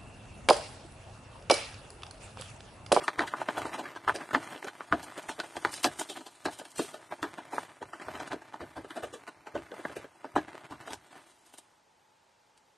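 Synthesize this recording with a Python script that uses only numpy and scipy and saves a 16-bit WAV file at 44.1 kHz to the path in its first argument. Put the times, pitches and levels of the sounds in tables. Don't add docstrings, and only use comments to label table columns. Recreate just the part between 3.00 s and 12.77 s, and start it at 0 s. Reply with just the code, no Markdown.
import sys
import numpy as np
from scipy import signal
from scipy.fft import rfft, irfft
from scipy.io import wavfile
from scipy.ndimage import uniform_filter1d, minimum_filter1d

SR = 44100
rng = np.random.default_rng(int(sys.argv[2]) if len(sys.argv) > 2 else 0)


def linear_from_db(decibels):
    return 10 ** (np.asarray(decibels, float) / 20)


def store_wav(level_fs):
    pcm = np.round(np.clip(np.atleast_2d(level_fs), -1, 1) * 32767)
    wavfile.write(sys.argv[1], SR, pcm.T.astype(np.int16))


N = 430853

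# (frequency [Hz], level [dB per Hz])
FIBRE_SPECTRUM = [(1200, -34), (2400, 1.5), (3200, 7.5), (5000, 2), (7000, 4), (9500, 8), (12000, 2),
                  (16000, -7.5)]
# (frequency [Hz], side over mid [dB])
ROOM_WIDTH = [(100, -19), (300, -8), (800, -2), (1400, -4), (2400, -11), (6000, -36)]


def evened(x):
    return x / np.sqrt(np.mean(x ** 2) + 1e-20)


def peaked(x):
    return x / abs(x).max()


def read(points, hz):
    f, value = np.transpose(points)
    return np.interp(np.log(hz + 1), np.log(f + 1), value)


def stereo(mid, side):
    return np.array([mid + side, mid - side])


def colour(points, size=2048):
    log_gain = np.log(linear_from_db(read(points, abs(np.fft.fftfreq(size, 1 / SR)))))
    h = np.fft.ifft(np.exp(np.conj(signal.hilbert(log_gain)))).real[:size // 2]
    return h / np.linalg.norm(h)


def ring(modes, size=4410):
    t = np.arange(size) / SR
    h = np.zeros(size)
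    for hz, width_hz, db in modes:
        h += linear_from_db(db) * np.exp(-np.pi * width_hz * t) * np.sin(2 * np.pi * hz * t)
    return h / np.linalg.norm(h)


def grains(shape, per_s, spread_db):
    hit, size, sign = rng.random((3, *shape))
    strike = np.clip((per_s / SR - hit) * SR / 60, 0, 1)
    return strike * linear_from_db(-spread_db * np.log(size + 0.0012)) * np.sign(sign - .5)


def claws():
    # (time [s], peak [dB], cell pitch [Hz], board thump [dB rel], paper snap [dB rel])
    pops = [(0.081, -9.5, 1250, -23, -25), (0.191, -10.5, 1980, -16, -28), (0.336, -13, 1280, -25, -48.5),
            (0.414, -17.5, 880, -39.5, -27), (0.486, -10.5, 880, -41.5, -28), (1.076, -16, 1300, -22, -27),
            (1.093, -13, 960, -50, -39), (1.3462, -3.5, 1700, -31.5, -27), (1.682, -23, 1710, -26, -17),
            (1.805, -20, 1240, -30.5, -30), (1.924, -3.5, 1350, -31, -34.5), (2.4, -20, 1730, -21, -17.5),
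            (2.566, -21, 850, -11, -15), (2.649, -11, 1000, -11, -27.5), (2.845, -18.5, 730, -18, -9),
            (3.454, -21.5, 850, -8, -9.5), (4.121, -19.5, 825, -10.5, -27.5), (4.228, -17.5, 1290, -8, -17),
            (4.579, -19.5, 940, -28, -56), (4.825, -26.5, 930, -44, -20.5), (5.33, -32.5, 694, -7.5, -10.5),
            (6.851, -15, 885, -14.5, -36), (7.243, -27, 900, -8, -28), (7.361, -22.5, 867, -45, -41)]
    # (time [s], peak [dB], cell pitch [Hz], board thump [dB rel], paper snap [dB rel])
    tears = [(0.04, -30, 1280, -23, -9), (0.275, -26, 1940, -17, -13.5), (0.582, -23.5, 842, -19.5, -14),
             (0.664, -33.5, 665, -17, -10.5), (0.739, -22.5, 1220, -13, -15),
             (0.792, -24.5, 930, -14.5, -16.5), (1.151, -25.5, 705, -13, -12.5),
             (2.296, -29, 900, -13, -6.5), (3.099, -31.5, 780, -5, -2), (3.169, -36, 800, 2.5, -5.5),
             (3.795, -24.5, 468, -9.5, -7.5), (3.942, -30.5, 600, -18.5, -15),
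             (4.381, -26, 1020, -13, -21.5), (4.543, -33.5, 658, -23, -10.5), (5.612, -34.5, 586, -5, -17),
             (5.768, -29, 850, -22.5, -19.5), (5.966, -25, 790, -14, -17), (6.034, -25, 583, -42.5, -16),
             (6.137, -32, 483, -13, -10), (6.553, -23.5, 660, -4, -21), (6.718, -30, 556, -19, -32),
             (6.965, -28.5, 570, -35, -12.5), (7.722, -29.5, 1180, -8.5, -20.5),
             (7.874, -31.5, 804, -20, -13)]
    # (time [s], peak [dB], cell pitch [Hz], board thump [dB rel])
    trails = [(0.187, -19.5, 1200, -5.5), (0.205, -18.5, 807, -11.5), (0.218, -17.5, 999, -16),
              (0.227, -23.5, 1240, -31), (0.574, -20, 991, -10.5), (0.652, -21.5, 861, -16.5),
              (0.743, -30.5, 859, -22), (0.808, -35, 557, -1.5), (1.084, -11.5, 1280, -24.5),
              (1.355, -17, 900, -4), (1.673, -35, 902, -11), (1.931, -23.5, 700, 4),
              (1.943, -25.5, 829, -6.5), (2.39, -27, 743, -13), (2.555, -33.5, 840, -13),
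              (2.574, -44, 630, 1), (2.851, -12.5, 781, -8), (2.868, -45.5, 738, 18.5),
              (3.46, -19.5, 700, -12), (3.484, -27, 900, -10.5), (3.797, -26, 649, 3),
              (4.241, -21, 1210, -7), (4.531, -23.5, 875, -13), (4.817, -31.5, 638, -7),
              (5.315, -20.5, 877, -25.5), (5.34, -36, 641, 7.5), (5.63, -33, 729, -3.5),
              (5.78, -36, 552, 1.5), (5.98, -32.5, 641, -5), (6.576, -33.5, 452, -29),
              (7.251, -33, 643, -9.5), (7.364, -13, 767, -3)]
    # (time [s], peak [dB], cell pitch [Hz], paper snap [dB rel])
    nicks = [(0.855, -23, 1888, -28), (0.96, -27, 1230, -19), (1.21, -25.5, 1210, -31.5),
             (1.308, -27.5, 1647, -21), (1.523, -31, 802, -14), (1.557, -35, 541, -23),
             (1.644, -29.5, 560, -18), (2.04, -37, 850, -5), (2.177, -31.5, 622, -10),
             (2.439, -33.5, 743, -15.5), (3.612, -37, 563, -23), (4.0, -46.5, 665, -22),
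             (4.932, -23.5, 1480, -23.5), (4.997, -29.5, 1570, -21.5), (5.083, -24, 738, -24),
             (5.152, -29, 874, -31), (5.2, -24, 899, -16), (5.275, -34, 942, -10), (5.418, -38, 897, -17),
             (5.54, -27.5, 865, -26.5), (5.844, -36, 549, -20), (5.906, -28, 1660, -17.5),
             (6.071, -45.5, 706, -11), (6.278, -26.5, 1190, -20), (6.469, -28, 900, -19.5),
             (6.792, -32, 562, -29), (6.897, -33, 576, -33), (7.044, -36.5, 575, -25.5),
             (7.481, -32.5, 918, -22), (7.544, -35.5, 560, -21)]
    # (time [s], treble peak [dB], cell pop [dB rel])
    cracks = [(1.624, -44, -2.5), (2.029, -37, -6), (2.228, -42, -8.5), (2.2869, -35.5, -1.5),
              (2.739, -27, -15.5), (2.9947, -23, -13), (3.01, -29, -5), (3.2065, -43, 0.5),
              (3.265, -36, -4.5), (3.588, -35.5, -12), (3.596, -39.5, 1.5), (3.652, -39.5, -3.5),
              (3.705, -43, -25), (3.716, -43.5, -26.5), (3.781, -24.5, -19.5), (4.1914, -59.5, 11),
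              (7.156, -62.5, 8.5), (7.7082, -45, 6), (7.811, -47.5, 1), (7.9052, -38, 0.5),
              (7.9312, -33.5, -1), (8.1597, -53, 8), (8.4639, -46, -31), (8.5372, -42, -7.5),
              (8.583, -36, -13.5), (9.5756, -55, -11.5)]
    pop_s, tear_s, trail_s, nick_s, crack_s = .008, 0.02, 0.017, 0.014, .012
    trail_snap_db, nick_thump_db = -23.5, -15
    crack_hz, crack_thump_db, crack_db = 900, -11, 6.5

    caught = [(*row, pop_s) for row in pops]
    caught += [(*row, tear_s) for row in tears]
    caught += [(*row, trail_snap_db, trail_s) for row in trails]
    caught += [(s, db, hz, nick_thump_db, snap_db, nick_s) for s, db, hz, snap_db in nicks]
    for s, db, pop_db in cracks:
        length_s = crack_s * linear_from_db(.3 * (pop_db + 5.0))
        caught.append((s, db + pop_db + crack_db, crack_hz, crack_thump_db, -pop_db - 11, length_s))
    return caught


def paper_body(pitch_hz, thump_db):
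    # (frequency [Hz], width [Hz], level [dB])
    cell_modes = [(590, 6.7, -30), (608, 40, -33), (874, 52, 11), (1180, 80, -2.5), (1240, 100, 16),
                  (1529, 69, 24.5), (1730, 13, 16.5)]
    # (frequency [Hz], width [Hz], level [dB])
    board_modes = [(325, 45, 0), (280, 55, -9), (420, 70, -9)]
    least_width_hz = 110
    detune = rng.uniform(-0.66, 1, (len(cell_modes), 2))
    cells = []
    for (f, width_hz, db), (a, b) in zip(cell_modes, detune):
        off_pitch_db = 13.0 * abs(np.log2(f / pitch_hz))
        cells.append((f * (1 + 0.084 * a), max(width_hz, least_width_hz), db + 7.0 * b - off_pitch_db))
    board = [(f * (1 + .06 * a), width_hz, db + 5.0 * b)
             for (f, width_hz, db), (a, b) in zip(board_modes, detune[::-1])]
    cell = ring([(pitch_hz, .45 * pitch_hz, 0)])
    pop = peaked(signal.fftconvolve(cell, cell)[:len(cell)]) + linear_from_db(1) * peaked(ring(cells))
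    body = peaked(pop) + linear_from_db(thump_db + 0.5) * peaked(ring(board))
    claw = signal.windows.hann(17)
    return np.convolve(body, claw / claw.sum())


def shred_spectrum(snap_db):
    lumps = rng.uniform(-1, 1, len(FIBRE_SPECTRUM))
    tilt_db = 0.33 * (snap_db - .5001)
    return [(f, db + 4.5 * a + tilt_db * np.log2(f / 3500)) for (f, db), a in zip(FIBRE_SPECTRUM, lumps)]


def slip_train(t, lead, peak_db, length_s, rise_s, fade_in):
    strain_db, strain_s = -13, 0.008
    fade = np.exp(np.where(t < 0, t / rise_s, -t / length_s))
    fade = np.maximum(fade, linear_from_db(strain_db) * np.exp(t / strain_s) * (t < 0) * fade_in)
    slips = np.clip(grains((len(t),), per_s=1300, spread_db=3.5) * linear_from_db(-14), -.55, .55)
    slips *= min(1, linear_from_db(-.3 * (peak_db + 16)))
    slips[lead] = min(1, (.008 / length_s) ** 0.55, linear_from_db(0.27 * (peak_db + 7.5)) + 0.3)
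    slips[lead] *= linear_from_db(-7 * np.clip((peak_db + 27) / 6, 0, 1))
    return slips * fade


def catches():
    # (frequency [Hz], level [dB per Hz])
    tick_spectrum = [(500, -36), (1800, 9), (4500, 6.5), (9000, -22.5)]
    tick, tick_db = colour(tick_spectrum), 12
    lag_s = 0.0017
    fray_s = .005
    out, size, lead = np.zeros(N + SR), 3600, 600
    t = (np.arange(size) - lead) / SR
    for s, peak_db, hz, thump_db, snap_db, length_s in claws():
        length_s = max(length_s, .002)
        rise_s = 0.00043 + 22 * length_s ** 2
        slips = slip_train(t, lead, peak_db, length_s, rise_s, np.clip((t - t[0]) / .003, 0, 1))
        fray = np.exp(np.where(t < 0, t / max(rise_s, fray_s), -1.2 * t / length_s))
        fray = fray * np.clip((t - t[0]) / 0.0025, 0, 1)
        torn = slips * linear_from_db(3) + linear_from_db(-16) * rng.standard_normal(size) * fray
        snap = linear_from_db(snap_db + 11.0) * signal.fftconvolve(torn, colour(shred_spectrum(snap_db)))
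        sound = signal.fftconvolve(slips, paper_body(hz, thump_db))
        sound[:len(snap)] += snap
        tick_gain = linear_from_db(snap_db + tick_db) * min(.008 / length_s, 1) * linear_from_db(.3 * (peak_db + 26.5))
        sound[lead:lead + len(tick)] += tick_gain * tick
        at = round((s + lag_s) * SR) - lead
        out[at:at + len(sound)] += linear_from_db(peak_db) * sound
    return signal.sosfilt(signal.butter(4, 245, "high", fs=SR, output="sos"), out[:N])


def knocks():
    # (time [s], peak [dB], pitch [Hz])
    cave_ins = [(0.0814, -9, 1663), (0.1937, -12, 1760), (0.2065, -17.5, 1474), (0.2091, -16.5, 1250),
                (0.2195, -21.5, 1260), (0.223, -20.5, 1300), (0.3388, -17.5, 1260), (0.4171, -25, 1160),
                (0.4883, -16, 1120), (0.5806, -18, 1177), (0.6561, -22, 1220), (1.0795, -12.5, 1330),
                (1.0822, -19, 1510), (1.0872, -15.5, 1110), (1.0959, -5.5, 1347), (1.3429, -20.0, 1375),
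                (1.3498, -3.5, 1480), (1.3561, -17.5, 1050), (1.808, -22.5, 1377), (1.9256, -4, 1360),
                (1.931, -18.5, 1290), (1.9344, -22, 1267), (2.2933, -17.5, 1720), (2.4021, -21.5, 1725),
                (2.6501, -7, 1430), (2.6534, -32, 1050), (2.6562, -29, 1210), (2.6595, -27.5, 1450),
                (2.8438, -19.5, 1325), (2.847, -11, 1176), (2.8498, -20.5, 1380), (2.8538, -17.5, 850),
                (2.8624, -23.5, 1290), (3.4552, -20, 1197), (3.4625, -27, 1120), (3.4749, -25, 1014),
                (3.4849, -24.5, 954), (3.7933, -24.5, 1260), (3.7964, -19.5, 1080), (4.123, -25.5, 1160),
                (4.2294, -16, 1650), (4.2329, -26, 1400), (4.2411, -20.5, 1344), (4.5338, -30.5, 1240),
                (4.5826, -13.5, 1160), (4.5853, -22.5, 980), (4.9338, -29, 1246), (5.0852, -25, 940),
                (5.211, -25.5, 1200), (5.3182, -26, 1600), (5.3321, -24.5, 1130), (5.7797, -28.5, 950),
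                (6.5584, -28, 875), (6.5645, -23.5, 838), (6.8521, -21.5, 1520), (6.8553, -27.5, 990),
                (7.2454, -32, 1200), (7.3632, -10, 1070), (7.3666, -14, 923), (7.8806, -27.5, 1310)]
    rise_cycles, fall_cycles = 0.43, 0.54
    out = np.zeros(N + SR)
    t = np.arange(-80, 300) / SR
    for k, (s, peak_db, hz) in enumerate(cave_ins):
        cycles = t * hz
        swell = np.exp(-.5 * (cycles / rise_cycles) ** 2)
        shape = np.where(t < 0, swell, np.exp(-cycles / fall_cycles))
        knock = shape * np.cos(2 * np.pi * cycles)
        knock = knock - shape * knock.sum() / shape.sum()
        out[round((s + t[0]) * SR):][:len(t)] += (-1) ** k * linear_from_db(peak_db) * knock
    return signal.sosfiltfilt(signal.butter(2, 2700, fs=SR, output="sos"), out[:N])


def snaps():
    # (time [s], peak [dB], pitch [Hz])
    breaks = [(0.0804, -20.5, 3600), (0.1872, -34.5, 5000), (0.194, -21.5, 3800), (0.2062, -25, 3940),
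              (0.2222, -26.5, 3300), (0.2792, -31, 4200), (0.4875, -27.5, 3050), (0.5726, -27.5, 2980),
              (0.7326, -27, 2000), (0.7905, -32, 4000), (0.8575, -34.5, 2520), (1.161, -23, 4800),
              (1.309, -27, 1590), (1.3423, -31, 3490), (1.563, -34, 2995), (1.578, -34, 3003),
              (1.6275, -27.5, 1810), (1.6452, -29.5, 6350), (1.6755, -34, 3840), (1.9305, -34, 3370),
              (2.2875, -29, 2000), (2.2925, -30.5, 3050), (2.3918, -34, 3400), (2.4008, -19.5, 4000),
              (2.6495, -21, 3760), (2.7405, -21.5, 5000), (2.759, -33, 8500), (2.7786, -33, 4000),
              (2.8436, -6, 4500), (2.8497, -13, 6750), (2.8762, -35, 4810), (2.9973, -23.5, 5860),
              (3.0988, -26, 4420), (3.461, -19.5, 4000), (3.589, -35, 8000), (3.5995, -32, 4480),
              (3.7175, -37.5, 7500), (3.7925, -22.5, 7500), (3.7935, -18.5, 420), (4.229, -23, 3450),
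              (5.155, -31, 3000), (5.2015, -41.5, 3800), (5.3226, -27, 3710), (5.538, -40.5, 3200),
              (5.6062, -31, 1100), (5.907, -34.5, 3520), (6.034, -29, 1330), (6.277, -35, 2014),
              (6.577, -35.5, 2500), (6.717, -37, 3270), (7.882, -38, 3250), (7.907, -36, 6420),
              (7.9333, -25, 5430), (8.115, -51, 3500), (8.578, -43, 4500), (9.577, -50, 4490)]
    out = np.zeros(N + SR)
    for s, peak_db, hz in breaks:
        width_hz = .3 * hz
        crack = ring([(hz, width_hz, 0), (1.65 * hz, width_hz, -13), (.6 * hz, width_hz, -4)], size=300)
        crack = crack * np.clip(np.arange(len(crack)) * hz / SR, 0, 1)
        out[round(s * SR):][:len(crack)] += linear_from_db(peak_db) * peaked(crack)
    return signal.sosfilt(signal.butter(2, 200, "high", fs=SR, output="sos"), out[:N])


def drag():
    # (time [s], pressure [dB], fibre shredding [dB rel])
    strokes = [(0.0, -49, -17.5), (0.68, -41, -17), (0.95, -48, -22), (1.49, -46.5, -9), (1.69, -51.5, -12),
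               (3.01, -48.5, -5), (3.31, -59.5, -1.5), (4.51, -51, -15.5), (4.88, -55.5, -11.5),
               (5.17, -46.5, -15.5), (5.39, -53, -21.5), (6.03, -53, -11), (6.42, -58.5, -18),
               (6.86, -45.5, -14.5), (7.11, -60, -13), (7.55, -49.5, -21.5), (8.41, -66.5, -1),
               (8.8, -69.5, -12.5)]
    # (start [s], length [s], fibre [dB], rub [dB rel])
    swipes = [
        (2.711, 0.12, -44.5, -19),
        (2.829, 0.056, -33.5, -10),
        (2.988, 0.058, -43, -3.5),
        (3.506, 0.079, -54, -1),
        (3.755, .19, -45.5, -27),
        (4.507, 0.17, -55, 2),
        (8.103, 0.15, -71.5, 12),
        (8.257, 0.09, -69, 1),
        (8.434, 0.25, -70.5, -8.5),
    ]
    # (start [s], length [s], rub [dB])
    rasps = [(0, 0.044, -43.5), (0.359, 0.077, -45.5), (0.497, 0.022, -48), (0.872, .05, -51),
             (1.194, 0.045, -42), (1.33, 0.022, -32.5), (1.39, 0.11, -53), (1.499, 0.073, -49),
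             (1.667, 0.019, -40.5), (1.966, 0.062, -49.5), (2.052, 0.099, -49), (2.155, 0.055, -43.5),
             (2.433, 0.024, -44), (2.644, 0.074, -41.5), (3.149, 0.032, -45), (3.83, 0.1, -55),
             (4.103, 0.044, -46), (4.232, 0.095, -60.5), (4.679, 0.038, -53), (5.009, 0.029, -43),
             (5.063, 0.061, -53), (5.124, 0.073, -47), (5.255, 0.032, -48.5), (5.6, 0.031, -47),
             (6.264, 0.03, -46.5), (6.737, 0.021, -49.5), (7.012, 0.056, -53.5), (7.354, .01, -32.5),
             (7.394, 0.054, -58.5), (7.636, 0.029, -48.5), (7.78, 0.11, -57.5), (7.902, 0.039, -46.5),
             (8.162, 0.039, -55)]
    # (frequency [Hz], level [dB per Hz])
    rub_spectrum = [(55, -38.5), (110, -5.5), (205, -8), (320, 3), (420, -7.5), (650, -1), (880, -0.5),
                    (2050, -6), (2550, -11), (6000, -24.5)]
    rasp_fibre_db = -28.5
    light_db, firm_db, clump_db = -70, -52, 2.4

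    t = np.arange(N) / SR
    s, pressure_db, shred_db = np.transpose(strokes)
    press_db = np.interp(t, s, pressure_db, right=-120)
    firm = np.clip((press_db - light_db) / (firm_db - light_db), 0, 1)

    start, length, swipe_db, rub_db = np.transpose(swipes)[:, :, None]
    swipe = linear_from_db(swipe_db) * np.sin(np.pi * np.clip((t - start) / length, 0, 1) ** 0.46)
    start, length, rasp_db = np.transpose(rasps)[:, :, None]
    coarse_t = t[::32]
    rasp = linear_from_db(rasp_db) * np.sin(np.pi * np.clip((coarse_t - start) / length, 0, 1) ** .8)
    rasp = np.interp(t, coarse_t, rasp.sum(0))

    wander = uniform_filter1d(rng.standard_normal((2, N)), size=500)
    dull, bright = evened(uniform_filter1d(wander, size=500))
    rub = grains((N,), per_s=1900, spread_db=3.4)
    rub = evened(signal.oaconvolve(rub, colour(rub_spectrum, size=4096))[:N])
    fibre = grains((N,), per_s=9000, spread_db=2.6)
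    fibre = evened(signal.oaconvolve(fibre, colour(FIBRE_SPECTRUM))[:N])

    rub_gain = linear_from_db(press_db - 3.5 + clump_db * firm * dull)
    rub_gain = rub_gain + (swipe * linear_from_db(rub_db)).sum(0) * linear_from_db(1.5 * dull) + rasp
    fibre_gain = linear_from_db(press_db + np.interp(t, s, shred_db)) + swipe.sum(0) + linear_from_db(rasp_fibre_db) * rasp
    return rub * rub_gain + fibre * fibre_gain * linear_from_db(1.2 * dull + 1.2 * bright)


def steps():
    # (time [s], peak [dB])
    landings = [(0.178, -43), (0.573, -47), (0.645, -52.5), (0.948, -55.5), (1.065, -44), (1.342, -49.5),
                (1.913, -39), (2.281, -55.5), (2.556, -55.5), (2.651, -54), (2.843, -44.5), (3.446, -47),
                (3.775, -54), (4.217, -51.5), (6.36, -60.5), (4.815, -53.5), (5.066, -48), (5.148, -51.5),
                (5.3, -51), (5.614, -47.5), (5.761, -48), (6.028, -49.5), (6.54, -45), (6.85, -52),
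                (6.96, -55), (7.344, -42), (7.708, -50.5), (7.91, -50.5)]
    rise_s, fall_s, band_hz = 0.0017, 0.055, [62, 152]
    t = np.arange(N) / SR
    s, db = np.transpose(landings)
    since = np.maximum(t[::64, None] - s, 0)
    push = (linear_from_db(db - 4.5) * (1 - np.exp(-since / rise_s)) * np.exp(-since / fall_s)).sum(1)
    band = signal.butter(3, band_hz, "band", fs=SR, output="sos")
    low = signal.sosfilt(band, rng.standard_normal(N))
    return evened(low) * np.interp(t, t[::64], push)


def room(x):
    # (frequency [Hz], decay time t60 [s])
    decay = [(100, 0.048), (400, 0.025), (1500, 0.012), (4000, 0.11), (10000, 0.017)]
    hz, t, z = signal.stft(rng.standard_normal((2, SR // 2)), SR, nperseg=256)
    z = z * linear_from_db(-60 * t / read(decay, hz)[:, None])
    z = z * linear_from_db(np.array([0 * hz, read(ROOM_WIDTH, hz)]))[:, :, None]
    tail = signal.istft(z, SR, nperseg=256)[1]
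    tail = np.pad(tail / np.linalg.norm(tail[0]), ((0, 0), (130, 0)))
    return stereo(*signal.oaconvolve(x[None], tail, axes=1)[:, :N])


def hum():
    # (frequency [Hz], level [dB per Hz])
    floor_spectrum = [(20, -15.5), (90, 0), (200, -1), (640, 3), (740, 2.5), (860, 10.5), (1050, 1),
                      (2400, -4.5), (5800, -8.5), (12000, -15)]
    level_db = -66.5
    hz = np.fft.rfftfreq(N, 1 / SR)
    mid, side = rfft(rng.standard_normal((2, N))) * linear_from_db(read(floor_spectrum, hz))
    side = side * linear_from_db(read(ROOM_WIDTH, hz) - 1.5)
    return linear_from_db(level_db) * evened(stereo(irfft(mid, N), irfft(side, N)))


def scene():
    board = drag() + steps() + snaps() + knocks() + catches()
    return board + linear_from_db(-11) * room(board) + hum()


def band_edges(x):
    # (frequency [Hz], gain [dB])
    response = [(9950, 0), (10150, -28), (11050, -28), (11250, -4), (12000, -4), (12200, -17), (14500, -19),
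                (14800, -34), (15720, -33), (15820, -70)]
    hz = np.linspace(0, SR / 2, 1025)
    fir = signal.firwin2(2047, hz, linear_from_db(read(response, hz)), fs=SR)
    return signal.oaconvolve(x, fir[None], "same", axes=1)


def starve(x):
    hz, t, z = signal.stft(x, SR, nperseg=1024, noverlap=768)
    hz = hz[:, None]
    luck, stray, error = rng.standard_normal((3, *z.shape[1:]))
    luck = evened(uniform_filter1d(uniform_filter1d(luck, size=6, axis=0), size=16, axis=1))
    stray = evened(uniform_filter1d(uniform_filter1d(stray, size=30, axis=0), size=7, axis=1))

    power = uniform_filter1d(abs(z.mean(0)) ** 2, size=4, axis=1)
    near = uniform_filter1d(power, size=24, axis=0)
    total = power.sum(0) + 1e-12
    load = evened(np.gradient(uniform_filter1d(np.log(total), size=9)))
    busy = np.log(total)
    busy = evened(busy - uniform_filter1d(busy, size=90))
    level = uniform_filter1d(np.log10(total), size=60)
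    above_floor = level - level.min()

    step = np.clip(.4 + 1.0 * luck + .3 * load, 0, 9) * np.clip((hz - 1500) / 1500, 0, 1)
    step = step * np.clip(.6 + .5 * above_floor, 0, 1.15)
    kept = np.clip(2 * (power / (near + 1e-20) - step) + 1, .04, 1)
    edge = uniform_filter1d(np.gradient(np.gradient(x.mean(0))) ** 2, size=48)
    crest = -minimum_filter1d(-edge, size=1024) / (uniform_filter1d(edge, size=1024) + 1e-20)
    crest = np.interp(t, np.arange(N) / SR, crest)
    kept = np.maximum(kept, np.clip(crest / 5 - 1, 0, 1))

    shelf_db = 9.0 * np.tanh(1.3 * stray[300] + .7 * load + 1.1 * busy)
    shelf_db = shelf_db * np.clip(2 * above_floor, 0, 1) * (hz > 12100)
    shelf_db = shelf_db + 5.0 * np.tanh(stray[200]) * (hz > 11000) * (hz < 12100)
    apart = linear_from_db(-10 - hz / 2500 + 17 * (hz > 10500)) * error * (stray > 1.1) * (hz > 1800)
    z = z * kept * linear_from_db(shelf_db) * np.array([1 + apart, 1 - apart])
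    return signal.istft(z, SR, nperseg=1024, noverlap=768)[1][:, :N]


def band_limit(x):
    return signal.sosfilt(signal.butter(12, 15790, fs=SR, output="sos"), x)


def record(dry):
    mix = starve(band_edges(dry))
    return band_limit(mix)


dry = scene()
out = record(dry)
store_wav(out)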